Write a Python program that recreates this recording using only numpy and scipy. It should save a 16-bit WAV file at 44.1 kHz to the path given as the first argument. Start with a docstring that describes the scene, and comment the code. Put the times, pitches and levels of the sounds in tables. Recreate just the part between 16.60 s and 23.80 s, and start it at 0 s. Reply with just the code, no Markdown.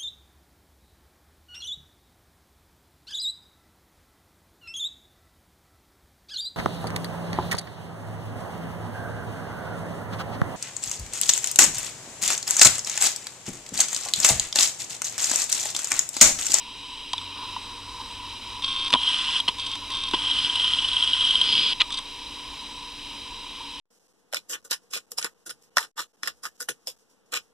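"""A steady hiss, a button click, then the buzz, whirr and rattle of a compact camera's lens at work.
The camera hears itself through its case while it films a snowy field. A stepper motor buzzes the
focus once per frame, a geared motor whirrs the zoom, and a loose wheel chatters across its play.
The lens carriage knocks as it starts or halts; at last the barrel rubs tight and hits its end stop."""
import sys
import numpy as np
from scipy import signal
from scipy.fft import rfft, irfft
from scipy.io import wavfile
from scipy.ndimage import uniform_filter1d

SR = 44100
rng = np.random.default_rng(int(sys.argv[2]) if len(sys.argv) > 2 else 0)


def waveform_to_disk(signal):
    """Save audio, clipped to [-1, 1], as 16-bit WAV at the path in sys.argv[1]."""
    frames = np.transpose(np.atleast_2d(signal))
    scaled = np.clip(frames, -1, 1) * 32767
    samples = np.round(scaled).astype(np.int16)
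    wavfile.write(sys.argv[1], SR, samples)


N = 317520
TIME = np.arange(N) / SR

# resonances of the microphone port and the case around it (frequency [Hz], width [Hz], lift [dB])
PORT_MODES = [(260, 35, 5), (396, 66, 3.5), (982, 258, 24.5), (2433, 115, 4), (3140, 380, 8),
              (3910, 337, 16.5), (4980, 520, 7), (6840, 97, 9), (8620, 740, 11), (9850, 1720, 8)]
# resonances of the case under the fingers (frequency [Hz], width [Hz], lift [dB])
CASE_MODES = [(982, 280, 22.5), (1173, 49, 13), (3740, 200, 5)]
# resonances of the lens barrel (frequency [Hz], width [Hz], lift [dB])
BARREL_MODES = [(997, 170, 22.5), (1230, 34, 6.5), (1330, 64, -6.5), (1560, 200, 2.5), (1740, 92, -7.5),
                (2053, 77, 4), (2180, 99, -10.5), (3096, 2330, 27.5), (3715, 140, -9.5), (3994, 93, 0.5),
                (4600, 300, -3.5), (4980, 190, 4), (5390, 140, 6), (8250, 820, 15), (9680, 610, 16)]
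# runs of the focus motor (start [s], end [s], level [dB], peak of the tick at each end [dB])
FOCUS_RUNS = [(2.022, 2.28, -27.5, -19.5), (2.984, 3.154, -33, -22), (3.303, 3.485, -29.5, -21.5),
              (5.304, 5.387, -34.5, -20)]
# force spectrum of the loose wheel's strikes (frequency [Hz], level [dB])
WHEEL_FORCE = [(300, -42), (1500, -26.5), (2700, -22), (2980, -1), (3100, -3.5), (3175, 1.5), (3260, 3.5),
               (3420, -19), (3750, -0.5), (4500, -19), (6400, -19.5), (9700, -18.5), (15000, -42)]


def undb(db):
    """Decibels to gain."""
    return 10 ** (np.asarray(db) / 20)


def unit(x):
    """Scale to rms 1."""
    return x / np.sqrt(np.mean(x ** 2))


def walk(rate_hz):
    """Random drift with rms 1 that takes a new turn rate_hz times a second."""
    return unit(np.interp(TIME * rate_hz, np.arange(N), rng.standard_normal(N)))


def fader(rows):
    """Gain that follows (time [s], level [dB]) rows and holds at both ends."""
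    return undb(np.interp(TIME, *np.transpose(rows)))


def envelope(rows):
    """Smoothed gain along (time [s], level [dB]) rows, silent outside them."""
    db = np.interp(TIME, *np.transpose(rows), left=-200, right=-200)
    return uniform_filter1d(undb(db), size=130)


def running(start, end, attack_s, release_s):
    """Gain of something that comes up to speed, holds and runs down."""
    attack = 1 - np.exp(-np.maximum(TIME - start, 0) / attack_s)
    return attack * np.exp(-np.maximum(TIME - end, 0) / release_s)


def swells(rows):
    """Gain of bell-shaped swells from (time [s], length [s], level [dB]) rows."""
    return sum(undb(db) * np.exp(-(2 * (TIME - s) / length) ** 2) for s, length, db in rows)


def ride_band(x, kind, hz, gain):
    """Ride the gain of one frequency band and leave the rest alone."""
    band = signal.sosfiltfilt(signal.butter(2, hz, kind, fs=SR, output="sos"), x)
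    return x + band * (gain - 1)


def response(force, modes, size=4096):
    """Impulse response of a force spectrum lifted by a body's resonances."""
    hz = np.arange(size // 2 + 1) * SR / size + 1
    force_hz, force_db = np.transpose(force)
    db = np.interp(np.log(hz), np.log(force_hz), force_db)
    db += sum(lift / (1 + (2 * (hz - centre) / width) ** 2) for centre, width, lift in modes)
    # minimum phase: the ring follows the hit
    cepstrum = irfft(np.log(undb(db)))
    cepstrum[1:size // 2] *= 2
    cepstrum[size // 2 + 1:] = 0
    return irfft(np.exp(rfft(cepstrum)))


def ring(drive, force, modes):
    """Pass an excitation through a body; rms 1."""
    return unit(signal.fftconvolve(drive, response(force, modes))[:N])


def pulses(times, sizes):
    """Clicks placed between samples by a short windowed sinc."""
    out = np.zeros(N)
    index = (times * SR).astype(int)[:, None] + np.arange(-3, 5)
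    offset = index - times[:, None] * SR
    np.add.at(out, index % N, sizes[:, None] * np.sinc(offset) * np.sinc(offset / 4))
    return out


def blows(hits, force, modes, scrape, rise_s, size=2048):
    """Each blow is a click and a dying chatter of the contact, ringing a body."""
    out, impulse = np.zeros(N), response(force, modes)
    for s, db, decay in hits:
        chatter = np.exp(-TIME[:size] / decay) * (1 - np.exp(-TIME[:size] / rise_s))
        contact = scrape * rng.standard_normal(size) * chatter
        contact[0] += 1
        sound = signal.fftconvolve(contact, impulse)
        start = int(s * SR)
        out[start:start + len(sound)] += undb(db) * sound / np.abs(sound).max()
    return out


def snaps(hits, force, modes, width_hz, lift_db, scrape, rise_s):
    """Blows whose main resonance moves with the place of contact."""
    return sum(blows([(s, db, decay)], force, modes + [(hz, width_hz, lift_db)], scrape, rise_s)
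               for s, db, decay, hz in hits)


def port_hiss(rumble_hz=90, gust_db=3.5, flutter_hz=(850, 1150), flutter_db=2.2):
    """Hiss coloured by the microphone port; its rumble swells unevenly and its mids flutter."""
    # noise spectrum that drives the port (frequency [Hz], level [dB])
    spectrum = [(10, -7.5), (27, 1), (58, 2.5), (80, -5), (110, -2.5), (150, -7.5), (300, -5), (450, -13),
                (560, -10.5), (700, -16), (1700, -11), (2800, -2), (4400, -10.5), (5700, -6), (6400, -16),
                (10000, -25.5), (15000, -26.5)]
    # base level of the hiss (time [s], level [dB])
    level = [(0, -41.5), (.9, -39.5), (1.25, -39.5), (1.6, -39), (3.2, -38.5), (5.5, -39), (7.2, -39.5)]
    # the band around 3 kHz against the rest (time [s], lift [dB])
    presence = [(.55, 5), (.65, 5.5), (1.0, 3), (1.08, 1), (1.44, -2), (1.52, 3), (5.5, 3), (6.1, 1.5),
                (6.7, 2.5), (7.0, 4)]
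    noise = rng.standard_normal(N) * undb(.5 * walk(9.9))
    hiss = envelope(level) * ring(noise, spectrum, PORT_MODES)
    hiss = ride_band(hiss, "bandpass", (2400, 3700), fader(presence))
    hiss = ride_band(hiss, "lowpass", rumble_hz, undb(gust_db * walk(11)))
    return ride_band(hiss, "bandpass", flutter_hz, unit(undb(flutter_db * walk(22))))


def hums(flutter_db=3, drift_rad=.98, whistle_hz=8021, coil_hz=93.7):
    """Faint tones waver, a thin electrical whistle comes and goes, and the iris coil hums."""
    # constant hums and tones (frequency [Hz], mean level [dB])
    partials = [(27, -57), (49, -60), (100, -67), (224, -67.5), (278, -66), (288, -58.5), (372, -69.5),
                (415, -71.5), (467, -69.5), (480, -66.5), (8021, -65.5)]
    # swells of the whistle (time [s], length [s], level [dB])
    whistles = [(.523, .04, -55), (.62, .033, -52), (1.04, 0.047, -55), (1.5, 0.18, -60)]
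    # spells of current in the iris coil (start [s], end [s], level [dB])
    coil_spells = [(.5, 2.45, -54.5), (2.82, 4.72, -56)]
    tones = 0
    for hz, db in partials:
        level = undb(db + flutter_db * walk(6.2))
        tones += level * np.sin(2 * np.pi * hz * TIME + drift_rad * walk(6.7))
    whistle = swells(whistles) * np.sin(2 * np.pi * whistle_hz * TIME)
    current = sum(undb(db) * running(start, end, .011, .04) for start, end, db in coil_spells)
    coil = current * undb(walk(6.7)) * np.sin(2 * np.pi * coil_hz * TIME)
    return np.sqrt(2) * (tones + whistle + coil)  # the levels above are rms


def barrel_creep(start_s=.516, end_s=4, level_db=-45.5, fade_db_per_s=1):
    """The barrel slides slowly: a faint, grainy rustle in the case, ever quieter."""
    # force spectrum of the sliding (frequency [Hz], level [dB])
    force = [(150, -10), (300, 5), (700, -14), (1000, -.5), (1300, 5.5), (1900, -6.5), (2800, 2),
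             (5600, -4), (6500, -20), (10000, -26), (15000, -22)]
    # scuffs along the way (time [s], length [s], level [dB])
    scuffs = [(.62, 0.02, -47), (.81, 0.11, -41.5), (1.415, 0.016, -38)]
    sliding = running(start_s, end_s, .022, .0196) * undb(level_db - fade_db_per_s * (TIME - start_s))
    grain = rng.standard_normal(N) * undb(2.5 * walk(250))
    return ring(grain, force, PORT_MODES) * (sliding + swells(scuffs))


def button():
    """A button clicks down brightly and pings as it comes up."""
    # force spectrum of the click (frequency [Hz], level [dB])
    force = [(150, -12), (700, -22), (1700, -3), (2800, 3), (4400, 5.5), (5600, 1), (6500, -6), (8300, -2),
             (10500, -19), (15000, -40)]
    # press and release (time [s], peak [dB], decay [s], ring [Hz], lift of the ring [dB])
    clicks = [(0.5327, -13.5, 0.0017, 3250, 16), (0.58, -16, 0.002, 3460, 21.5)]
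    return sum(snaps([hit], force, CASE_MODES, width_hz=280, lift_db=lift, scrape=1.1, rise_s=.0007)
               for *hit, lift in clicks)


def case_taps():
    """A finger or the settling lens taps the case and rings it lightly."""
    # force spectrum of a tap (frequency [Hz], level [dB])
    force = [(40, -35), (150, -18), (400, -11), (700, -7), (1100, 0), (1700, -13), (3200, 5), (4500, -23),
             (15000, -59)]
    # taps (time [s], peak [dB], decay [s])
    hits = [(.5345, -20, 0.0016), (.9635, -21, 0.0015), (1.399, -29, 0.0066), (5.306, -29.5, 0.0065),
            (5.388, -37, 0.0066)]
    return blows(hits, force, CASE_MODES, scrape=.49, rise_s=.00065)


def focus_motor(frame_hz=59.55, step_hz=528, steps_per_frame=8, jitter_s=.000022, limp_db=6,
                inertia_hz=3700, brake_db=7, scrape_s=.00085, grit_db=-6):
    """A stepper fires a packet of steps every frame: a buzz whose lines lie one frame rate apart."""
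    # force spectrum of a step (frequency [Hz], level [dB])
    force = [(150, 6), (700, -16), (1100, -1), (1900, -10), (2400, 12.5), (3000, 7.5), (4100, 1.5),
             (5600, 4), (6500, -8), (8400, -18.5), (9700, -6), (15000, -43)]
    # resonances of the motor's bracket (frequency [Hz], width [Hz], lift [dB])
    bracket_modes = [(1116, 710, 15.5), (1580, 200, 2), (2830, 60, 12), (3228, 176, 18), (3553, 360, 22),
                     (3880, 240, 10), (4434, 180, 18.5), (5600, 1500, 9), (8380, 850, 30)]
    frames = np.arange(int(TIME[-1] * frame_hz)) / frame_hz
    times = (frames[:, None] + np.arange(steps_per_frame) / step_hz).ravel()
    slip, scatter_db = rng.standard_normal((len(times), 2)).T
    # the two coils pull unequally, so strong and weak steps alternate
    weak = np.arange(len(times)) % 2
    steps = pulses(times + jitter_s * slip, undb(scatter_db - limp_db * weak))
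    # the rotor's inertia rounds each step
    buzz = signal.sosfilt(signal.butter(4, inertia_hz, fs=SR, output="sos"), unit(steps))
    # the lead screw scrapes after each step, most where the packet brakes
    brakes = pulses(times[steps_per_frame - 1::steps_per_frame], np.ones(len(frames)))
    jolts = np.abs(steps) + undb(brake_db) * np.abs(brakes)
    grit = signal.lfilter([1], [1, -np.exp(-1 / (scrape_s * SR))], jolts) * rng.standard_normal(N)
    drive = (buzz + undb(grit_db) * unit(grit)) * undb(1.2 * walk(70))
    runs = sum(undb(db) * running(start, end, .0073, .01) for start, end, db, _ in FOCUS_RUNS)
    return ring(drive, force, bracket_modes) * runs


def focus_nut(tick_decay_s=.0024):
    """The nut ticks on its screw as each focus run starts and ends, and sizzles at each small nudge."""
    # resonances of the nut (frequency [Hz], width [Hz], lift [dB])
    nut_modes = [(1010, 194, 25), (4800, 310, 11), (6060, 190, 12), (7450, 550, -8), (8130, 330, 11.5),
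                 (8680, 530, 12)]
    # force spectra of a tick and a nudge (frequency [Hz], level [dB])
    tick_force = [(150, -21), (700, -3), (1300, -2), (2000, 5), (3000, 6.5), (3550, 22), (4200, 5),
                  (6000, -1.5), (8500, -6), (10500, -10), (15000, -33)]
    nudge_force = [(150, -25), (700, -15), (1800, -25), (2600, 4), (4400, 1.5), (6000, -5.5), (8500, -8),
                   (10000, -17), (15000, -47)]
    # lone ticks of the lens drive (time [s], peak [dB], decay [s])
    lone_ticks = [(2.3035, -16.5, 0.0032), (2.3235, -17, 0.0015), (3.511, -17, 0.0024)]
    # nudges of the focus (time [s], peak [dB], decay [s], ring [Hz])
    nudges = [(2.059, -25, .003, 3520), (2.996, -19.5, 0.0033, 3280), (3.014, -29, .004, 3350),
              (3.046, -28, 0.0034, 3280), (3.0635, -19.5, 0.0044, 3200), (3.115, -20, 0.002, 3200),
              (3.318, -26, .002, 3580), (3.3505, -20, 0.0012, 3600), (3.3695, -24, .002, 3500),
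              (3.436, -20, 0.0018, 3600), (5.321, -18, 0.0052, 3640), (5.341, -19.5, 0.0029, 3740),
              (5.372, -21, .004, 3720)]
    run_ticks = [(s, db, tick_decay_s) for start, end, _, db in FOCUS_RUNS for s in (start, end)]
    sizzle = snaps(nudges, nudge_force, nut_modes, width_hz=680, lift_db=18, scrape=.91, rise_s=.0036)
    return sizzle + blows(lone_ticks + run_ticks, tick_force, nut_modes, scrape=.62, rise_s=.0012)


def zoom_motor(mesh_hz=590, shaft_hz=146, jitter_s=.000263, wobble=.17, gear_lag_s=.043,
               tight_s=4.9, rub_db=-23.5, rise_db_per_s=114, ease_db_per_s=9, duck_db=-1):
    """Gear teeth strike unevenly and slide, driving a barrel that rubs in its sleeve."""
    # force spectra of the gears and of the rubbing (frequency [Hz], level [dB])
    gear_force = [(50, -30), (150, -0.5), (350, -6), (700, -14), (1000, -10), (1350, -0.5), (2000, -8),
                  (2500, -9), (3200, -2.5), (3800, -2.5), (5600, 1), (6400, -6), (9700, -15), (11500, -19),
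                  (15000, -48)]
    rub_force = [(20, -36), (70, -4), (150, 1), (400, -1), (700, -12), (1700, -24), (3000, -3.5),
                 (5300, -10), (6400, -9), (8000, -14), (15000, -50)]
    # resonances of the sleeve (frequency [Hz], width [Hz], lift [dB])
    sleeve_modes = [(2430, 1140, 19), (3330, 590, 20.5), (3920, 420, 11), (4270, 340, 13), (4900, 520, 21),
                    (5200, 290, 9.5)]
    # stiff spots where the barrel rubs briefly (time [s], length [s], level [dB])
    stiff_spots = [(3.83, 0.12, -32), (4.68, 0.06, -36)]
    # zoom runs (start [s], end [s], gain of whirr and chatter [dB])
    runs = [(2.323, 2.803, -26), (3.46, 5.133, -28)]
    slip, scatter = rng.standard_normal((int(TIME[-1] * mesh_hz), 2)).T
    teeth = pulses(np.arange(len(slip)) / mesh_hz + jitter_s * slip, undb(2 * scatter))
    teeth -= uniform_filter1d(teeth, size=75)  # thin out the lows
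    # the load swings once per shaft turn
    shaft_angle = 2 * np.pi * np.cumsum(shaft_hz * (1 + .0438 * walk(5))) / SR
    load = (1 + wobble * np.sin(shaft_angle)) * undb(walk(90))
    whirr = ring((.5 * unit(teeth) + rng.standard_normal(N)) * load, gear_force, BARREL_MODES)
    chatter = wheel_chatter()
    # near the wide end the barrel rubs ever harder until it is tight, then slowly eases
    past_tight_s = TIME - tight_s
    tightness_db = np.minimum(rise_db_per_s * past_tight_s, -ease_db_per_s * past_tight_s)
    friction = undb(rub_db + tightness_db) + swells(stiff_spots)
    rub = ring(rng.standard_normal(N) * load, rub_force, sleeve_modes) * friction
    # the gears whirr less once the tight barrel holds them against their play
    grip = undb(rise_db_per_s * np.minimum(past_tight_s, 0))
    whirr *= undb(duck_db * grip)
    out = 0
    for start, end, db in runs:
        # the whirr sets in only once the play is taken up
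        gears = whirr * running(start + gear_lag_s, end, .041, .01) + chatter
        out += running(start, end, attack_s=.046, release_s=.003) * (undb(db) * gears + rub)
    return out


def wheel_chatter(shortest_s=.0022, spread_s=.0025, scatter_db=2.2):
    """The loose wheel bounces every few milliseconds, ringing the barrel's main resonance."""
    # chatter against the gears (time [s], level [dB])
    level = [(2.36, 3.5), (2.43, -3), (2.48, 3.5), (2.6, -20), (3.55, -12), (3.72, 0.5), (3.92, -12),
             (4.02, 0.5), (4.1, 2.5), (4.17, -8.5), (4.38, 2), (4.46, -2), (4.66, 6.5), (4.74, 0.5),
             (5.12, -3)]
    gaps = shortest_s + spread_s * rng.random(N // 70)
    sizes = undb(scatter_db * np.clip(rng.standard_normal(len(gaps)), -2, 2))
    times = np.cumsum(gaps)
    heard = times < TIME[-1]
    return ring(pulses(times[heard], sizes[heard]), WHEEL_FORCE, BARREL_MODES) * fader(level)


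def carriage_knocks():
    """The lens carriage knocks and bounces in the barrel as it starts or halts."""
    # force spectrum of a knock (frequency [Hz], level [dB])
    force = [(50, -24), (150, 8), (700, -0.5), (1500, -2), (2400, -4.5), (3200, -8), (4200, 1.5),
             (5300, 2.5), (6500, -7), (9700, -16), (12000, -36), (15000, -60)]
    # knocks and bounces (time [s], peak [dB], decay [s], ring [Hz])
    hits = [(2.3292, -5, 0.00042, 2950), (2.333, -10, 0.00092, 3220), (2.3366, -5, 0.0016, 3750),
            (2.3385, -3.5, 0.001, 3360), (2.3496, -11, .00089, 3250), (2.8788, -13, .002, 3080),
            (2.8815, -10, 0.0035, 3200), (2.8838, -11, 0.0014, 4150), (2.8865, -11, 0.0054, 3230),
            (3.5342, -12, 0.0044, 3100), (3.54, -11, 0.0017, 3230), (3.544, -12, 0.006, 3260)]
    return snaps(hits, force, BARREL_MODES, width_hz=590, lift_db=11.5, scrape=.8, rise_s=.00054)


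def gear_thuds():
    """The gear train thuds dully as it takes up its load."""
    # force spectrum of a thud (frequency [Hz], level [dB])
    force = [(60, -28), (150, -15.5), (250, 4.5), (380, 1.5), (520, -11), (720, -9.5), (1150, -7.5),
             (1500, -14), (3000, -28), (8000, -76), (15000, -104)]
    # thuds (time [s], peak [dB], decay [s])
    hits = [(2.340, -8.5, 0.0015), (2.348, -12, 0.0019), (2.356, -16.5, 0.0017), (2.884, -31, 0.0035),
            (3.536, -13.5, 0.0065), (5.21, -27, 0.0067)]
    return blows(hits, force, BARREL_MODES, scrape=.44, rise_s=.00036)


def wheel_rattles(gain_db=.5):
    """The loose wheel strikes across its play and rings the barrel."""
    # its clearest strikes and rebounds (time [s], relative peak [dB], decay [s])
    hits = [(2.4722, -14, 0.0033), (2.5325, -15, .001), (2.5436, -16, .001), (2.6815, -19, 0.0011),
            (2.7572, -17, 0.0017), (2.7618, -16, .002), (2.8025, -11.5, 0.0016), (3.6689, -17, 0.0026),
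            (3.7, -16, .001), (3.7115, -15, .001), (3.7868, -15, .005), (3.847, -15, 0.00079),
            (3.8588, -15, .001), (3.8965, -14, 0.0027), (3.9553, -12.5, 0.0048), (3.9975, -14, .001),
            (4.0435, -13, 0.0014), (4.0768, -16, 0.0035), (4.1345, -10.5, 0.0019), (4.147, -18, .0015),
            (4.187, -13, 0.0018), (4.2452, -12, 0.0035), (4.2865, -13, .001), (4.3326, -13, .0015),
            (4.365, -11, .004), (4.4235, -11, 0.0019), (4.4362, -11.5, 0.0011), (4.475, -11.5, 0.0022),
            (4.5329, -8.5, .004), (4.6085, -11, 0.00081), (4.651, -13, .001), (4.6918, -15, .002),
            (4.7066, -14, .0007), (4.7092, -9.5, 0.00078), (4.755, -7.5, 0.00091), (4.8142, -7, .0008),
            (4.8175, -12, 0.00087), (4.924, -11, .003), (4.952, -13, 0.00088), (4.9774, -15, .003),
            (4.9945, -11.5, .001), (5.1036, -17, 0.0023)]
    return undb(gain_db) * blows(hits, WHEEL_FORCE, BARREL_MODES, scrape=.26, rise_s=.00055)


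def end_stop():
    """The barrel runs into its end stop and bounces with a thin ring."""
    # force spectrum of the impact (frequency [Hz], level [dB])
    force = [(60, -21), (150, -6), (700, -7), (1000, -6), (1250, 2), (1550, -7), (1850, 1.5), (2400, -1),
             (3200, -10), (4200, 5.5), (5200, -2), (6500, -3.5), (9700, -29), (15000, -45)]
    # impact and bounces (time [s], peak [dB], decay [s], ring [Hz])
    hits = [(5.2006, -16, .001, 3200), (5.2036, -8, 0.0027, 3700), (5.2083, -5.5, 0.0024, 3020),
            (5.2148, -8, .002, 1850), (5.2175, -4.5, 0.00083, 3340), (5.221, -21, 0.0068, 3100)]
    return snaps(hits, force, BARREL_MODES, width_hz=970, lift_db=9, scrape=.47, rise_s=.00038)


def scene():
    """All the lens sounds reach one microphone through the case."""
    bed = port_hiss() + hums() + barrel_creep()
    handling = button() + case_taps()
    focus = focus_motor() + focus_nut()
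    zoom = zoom_motor() + carriage_knocks() + gear_thuds() + wheel_rattles() + end_stop()
    sound = bed + handling + focus + zoom
    return np.array([sound, sound])


def record(dry, top_hz=15850):
    """The left channel lags by one sample; the top is cut steeply."""
    skewed = np.array([np.append(0, dry[0, :-1]), dry[1]])
    return signal.sosfilt(signal.ellip(10, .1, 70, top_hz, fs=SR, output="sos"), skewed)


dry = scene()
out = record(dry)
waveform_to_disk(out)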